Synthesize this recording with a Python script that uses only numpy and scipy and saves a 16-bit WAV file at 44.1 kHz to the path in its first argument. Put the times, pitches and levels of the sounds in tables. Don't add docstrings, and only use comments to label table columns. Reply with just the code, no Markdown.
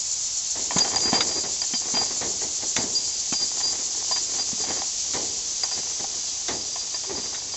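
import sys
import numpy as np
from scipy.fft import rfft, irfft, next_fast_len
from scipy.io import wavfile
from scipy.ndimage import map_coordinates

SR = 44100
rng = np.random.default_rng(int(sys.argv[2]) if len(sys.argv) > 2 else 0)


def transcribe(u):
    v = np.clip(np.atleast_2d(u).T, -1, 1)
    q = np.round(v * 32767).astype(np.int16)
    wavfile.write(sys.argv[1], SR, q)


N = 333479
TIME = np.arange(N) / SR
ROD_HZ = 4800

# f/Hz, relative level/dB
AIR_SPECTRUM = [(20, -4), (60, 6.5), (150, -1), (400, -5), (800, -1), (1400, -6.5), (2200, -8.5),
                (4000, -16), (8000, -23)]
CHORUS_SPECTRUM = [(1180, -41.5), (2000, -24), (2280, -19.5), (2460, -19), (3160, -13.5), (4110, -8.5),
                   (4240, -10.5), (4770, -2.5), (5150, -4.5), (6200, 1.5), (7110, -3.5), (7550, -5),
                   (7960, -14), (8300, -48), (10800, -57.5), (18300, -120)]
# f/Hz, relative level/dB
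MESH_SPECTRUM = [(30, -35), (85, -0.5), (130, -7.5), (230, -3), (400, 2), (600, -2.5), (850, 0.5),
                 (1400, -11.5), (2000, -4), (2800, -15), (4500, -6.5), (8000, -34)]
RUB_SPECTRUM = [(30, -38.5), (85, 1.5), (130, -8.5), (240, 0.5), (430, 4), (600, -4), (830, -4), (1100, -5),
                (1450, -12), (2000, -7.5), (3500, -23), (8000, -42.5)]
# f/Hz, width/Hz, relative level/dB
CICADA_MODES = [(5610, 220, -9.5), (6210, 390, -2.5), (6833, 380, 1), (7110, 89, -2), (7307, 220, -8),
                (7700, 37, -15)]
FRAME_MODES = [(88, 30, -34.5), (190, 14, 1.5), (238.4, 39, 8), (395, 230, -20.5)]
EDGE_MODES = [(2160, 260, -6.5), (3770, 280, 3.5), (6470, 640, 8)]
PIPE_MODES = [(453, 160, -16.5), (790, 160, 4), (970, 82, -3.5), (1430, 110, -14.5), (1760, 160, -7),
              (2214, 220, -13), (2650, 38, -18.5), (3125, 55, -5), (3160, 64, -17)]
# t/s, far chorus base level/dB, near insect base level/dB
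CICADA_LEVELS = [(0, -30.7, -30), (2.4, -30.7, -31.3), (4.2, -29.7, -31.5), (5.3, -29.6, -34),
                 (6.2, -29.8, -39), (7.56, -32.2, -44)]
# t/s, relative level/dB, bass t60/s
MESH_RATTLES = [(0.55, -34, 0.9), (0.791, -30.5, 0.66), (1.135, -26.5, 1), (1.432, -27.5, 0.36),
                (1.95, -33.5, 0.98), (2.208, -27, 0.68), (2.411, -31, 0.46), (2.62, -31.5, 0.3),
                (2.767, -27.5, 0.83), (5.137, -28, 0.84), (5.993, -28.5, 0.21), (6.484, -25.5, 0.6),
                (7.091, -30.5, 0.49)]
# t/s, peak level/dB
FRAME_THUMPS = [(0.759, -15), (1.053, -20.5), (1.125, -14.5), (1.733, -25), (1.935, -23.5), (2.784, -20.5),
                (2.836, -26), (3.321, -19), (4.527, -27), (7.176, -30.5)]
# t/s, length/s, relative rubbing level/dB, singing level/dB
ROD_PUSHES = [(0.718, 0.66, -35.5, -35), (1.794, 0.32, -40, -42), (2.96, 0.23, -74, -36),
              (3.39, 0.41, -42, -38), (3.895, .25, -48, -46), (4.155, 0.31, -44.5, -41.5),
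              (4.58, 0.19, -41, -37), (5.727, .08, -40, -40), (5.993, 0.19, -49, -47.5),
              (6.5, 0.38, -66, -39.5), (7.016, 0.37, -44, -40.5)]
# t/s, peak level/dB, t60/s, tilt/(dB per octave)
EDGE_CLICKS = [(0.784, -7, 0.08, 7), (0.9605, -5.5, .005, 5), (1.0052, -10.5, .004, 10),
               (1.142, -21, .07, -5.5), (1.154, -20, 0.0058, 19), (1.207, -8.5, 0.074, -6.5),
               (2.765, -4, 0.05, -3), (3.327, -19, 0.083, 18), (5.136, -16, 0.088, -5),
               (6.483, -13.5, 0.089, -5.5), (7.347, -17.5, 0.092, -5)]
# t/s, peak level/dB
PIPE_KNOCKS = [(0.707, -16), (0.765, -15), (0.786, -17.5), (0.846, -17.5), (0.917, -23.5), (0.96, -17),
               (1.054, -21.5), (1.129, -9), (1.153, -14.5), (1.617, -19), (1.735, -18.5), (1.94, -18.5),
               (1.968, -16), (2.013, -19), (3.325, -16.5), (3.601, -23.5), (4.111, -19), (4.16, -21),
               (4.383, -24.5), (4.705, -19.5), (4.818, -19), (5.633, -20), (5.713, -21), (6.041, -24.5),
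               (6.758, -20.5), (6.942, -23.5), (7.035, -27), (7.537, -23.5)]
# t/s, relative level/dB, free time until the next touch/s
ROD_RINGS = [(0.805, -12, 0.016), (0.962, -14, 0.0069), (1.005, -15.5, 0.2), (1.135, -19, 0.033),
             (1.205, -18.5, 0.021), (1.332, -23.5, 0.3), (1.616, -15, .003), (1.742, -19, 0.029),
             (1.945, -18, 0.1), (2.768, -26, 0.058), (2.95, -15.5, 0.03), (3.33, -21, 0.15),
             (3.424, -21, 0.017), (3.629, -19, 0.068), (4.112, -18.5, 0.072), (4.388, -21, 0.037),
             (5.635, -10.5, .001), (5.714, -22, 0.035), (6.78, -31, 0.042), (6.943, -21.5, 0.014),
             (7.157, -24, 0.016), (7.52, -27.5, 0.02)]


def amp(db):
    return 10 ** (np.asarray(db) / 20)


def unit(x):
    return x / np.sqrt(np.mean(x ** 2) + 1e-20)


def wobble(rate):
    return map_coordinates(rng.standard_normal(2048), [TIME * rate], mode="wrap")


def filtered(x, response):
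    size = next_fast_len(len(x) + 8192)
    return irfft(rfft(x, size) * response(np.fft.rfftfreq(size, 1 / SR)), size)[:len(x)]


def colour(points):
    f, db = np.transpose(points)
    return lambda hz: amp(np.interp(np.log(hz + 1), np.log(f), db))


def body(modes):
    return lambda f: sum(amp(db) * 1j * f * width / (hz * hz - f * f + 1j * f * width)
                         for hz, width, db in modes)


def noise(spectrum):
    return unit(filtered(rng.standard_normal(N), colour(spectrum)))


def narrow_noise(hz, width_hz):
    return unit(filtered(rng.standard_normal(N), lambda f: body([(hz, width_hz, 0)])(f) ** 2))


def grit(size, spread):
    contacts = rng.standard_normal(size)
    log_strength = spread * np.repeat(rng.standard_normal(size // 32 + 1), 32)[:size]
    return unit(contacts * np.exp(log_strength))


def add(track, s, sound):
    start = round(s * SR)
    track[start:start + len(sound)] += sound[:N - start]


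def stroke(s, length, rise_s=0.02, fade_db_per_s=100):
    rise = 1 - np.exp(-np.maximum(TIME - s, 0) / rise_s)
    return rise * amp(-fade_db_per_s * np.maximum(TIME - s - length, 0))


def scattered(x, latest_s=0.035, count=10):
    delays = rng.uniform(0.003, latest_s, count)
    gains = 0.11 * rng.choice([-1, 1], count)
    return unit(x + sum(gain * np.roll(x, int(delay * SR)) for delay, gain in zip(delays, gains)))


def cicadas(throb_hz=7.79, trill_db=-28.5, trill_follows=0.52):
    times, far_levels, near_levels = np.transpose(CICADA_LEVELS)
    far_db, near_db = np.interp(TIME, times, far_levels), np.interp(TIME, times, near_levels)
    phase = 2 * np.pi * throb_hz * (TIME - 0.149)
    throb_db = -3 * (np.sin(phase) + 0.5 * np.sin(2 * phase)) - 0.5
    band = lambda hz: (1 - 1 / (1 + (hz / 4500) ** 12)) / (1 + (hz / 7750) ** 50)
    buzz = filtered(rng.standard_normal(N), lambda hz: body(CICADA_MODES)(hz) * band(hz))
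    near = scattered(buzz) * amp(near_db + throb_db + 0.49 * wobble(14))
    trill = narrow_noise(hz=4340, width_hz=170) * amp(trill_db + trill_follows * near_db + throb_db)
    far = scattered(noise(CHORUS_SPECTRUM)) * amp(far_db + 0.4 * wobble(12))
    return near + trill + far


def mesh_rattles(split_hz=750, treble_life=0.4, treble_rise_s=0.0058, bass_rise_s=0.0054):
    out, t = np.zeros(N), TIME[:SR * 3 // 4]
    for s, db, t60 in MESH_RATTLES:
        shake = unit(filtered(grit(len(t), spread=0.19), colour(MESH_SPECTRUM)))
        bass = filtered(shake, lambda hz: 1 / (1 + (hz / split_hz) ** 4))
        low = bass * amp(-60 * t / t60) * (1 - np.exp(-t / bass_rise_s))
        high = (shake - bass) * amp(-60 * t / (t60 * treble_life)) * (1 - np.exp(-t / treble_rise_s))
        add(out, s, amp(db) * (low + high))
    return out


def frame_thumps(push_s=0.00026, shudder_t60=0.07):
    out, t = np.zeros(N), TIME[:SR // 4]
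    for s, db in FRAME_THUMPS:
        push = t / push_s * np.exp(-t / push_s)
        shudder = 0.32 * rng.standard_normal(len(t)) * amp(-60 * t / shudder_t60)
        thump = filtered(push + shudder, body(FRAME_MODES))
        add(out, s + 0.0033, amp(db) * thump / np.abs(thump).max())
    return out


def pipe_rubbing(trim_db=-2, uneven_db=3.5, ticks_per_s=45, tick_db=-4, grip_s=0.55, grip_db=-52.5):
    friction = grit(N, spread=0.35) * amp(uneven_db * wobble(35))
    drag = unit(filtered(friction, colour(RUB_SPECTRUM)))
    hits = (rng.random(N) < ticks_per_s / SR) * rng.uniform(0.3, 1, N) * rng.choice([-1, 1], N)
    ticks = unit(filtered(hits, body(PIPE_MODES)))
    grip = amp(grip_db) * (TIME > grip_s)
    pushes = sum(amp(db) * stroke(s, length) for s, length, db, _ in ROD_PUSHES)
    return np.hypot(grip, pushes) * amp(trim_db) * (drag + amp(tick_db) * ticks)


def rub_groan(peak_s=7.12, half_width_s=0.042, level_db=-33.5):
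    hz = np.interp(TIME, [7.115, 7.145], [385, 310]) * (1 + 0.05 * wobble(150))
    envelope = amp(level_db + 2.1 * wobble(90)) * np.exp(-((TIME - peak_s) / half_width_s) ** 2)
    return envelope * np.sin(2 * np.pi * np.cumsum(hz) / SR)


def edge_clicks(pivot_hz=3500, top_hz=7500, direct=0.55, first_bite=6.7):
    out, t = np.zeros(N), TIME[:SR // 6]
    edge = lambda hz: (direct * hz / (hz + 900) + body(EDGE_MODES)(hz)) / (1 + (hz / top_hz) ** 30)
    for s, db, t60, tilt_db in EDGE_CLICKS:
        force = grit(len(t), spread=0.24) * amp(-60 * t / t60)
        force[0] = first_bite
        tilt = lambda hz: amp(tilt_db * np.log2(np.maximum(hz, 1500) / pivot_hz))
        click = filtered(force, lambda hz: tilt(hz) * edge(hz))
        add(out, s, amp(db) * click / np.abs(click).max())
    return out


def pipe_knocks(chatter_t60=0.093):
    out, t = np.zeros(N), TIME[:SR // 4]
    for s, db in PIPE_KNOCKS:
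        force = 0.12 * grit(len(t), spread=0.55) * amp(-60 * t / chatter_t60)
        force[0] += 1
        modes = [(hz, width, mode_db + rng.normal(0, 2.4)) for hz, width, mode_db in PIPE_MODES]
        knock = filtered(force, body(modes))
        add(out, s + 0.0014, amp(db) * knock / np.abs(knock).max())
    return out


def rod_singing():
    pushes = sum(amp(db) * stroke(s, length) for s, length, _, db in ROD_PUSHES)
    return narrow_noise(ROD_HZ, width_hz=30) * pushes


def rod_rings(free_t60=0.72, touch_t60=0.038, waver_db=1.4, trim_db=-1):
    out, t = np.zeros(N), TIME[:SR // 2]
    for s, db, free_s in ROD_RINGS:
        swell_s = 0.0012 + 0.046 * free_s
        fall_db = -60 * (t / free_t60 + np.maximum(t - free_s, 0) / (touch_t60 + free_s))
        envelope = amp(db + fall_db) * (1 - np.exp(-t / swell_s))
        hz = ROD_HZ + rng.normal(0, 3.2) + 0.14 / (free_s + 0.003)
        add(out, s, envelope * np.sin(2 * np.pi * hz * t))
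    return out * amp(trim_db + waver_db * wobble(79))


def scene():
    contacts = pipe_knocks() + frame_thumps() + edge_clicks() + mesh_rattles()
    friction = pipe_rubbing() + rub_groan()
    mono = contacts + friction + rod_rings() + rod_singing() + cicadas() + amp(-50) * noise(AIR_SPECTRUM)
    return np.array([mono, mono])


def record(dry):
    limit_hz, slope_width_hz = 8250, 300
    passband = lambda hz: np.clip((limit_hz - hz) / slope_width_hz, 0, 1)
    return np.array([filtered(channel, passband) for channel in dry])


dry = scene()
out = record(dry)
transcribe(out)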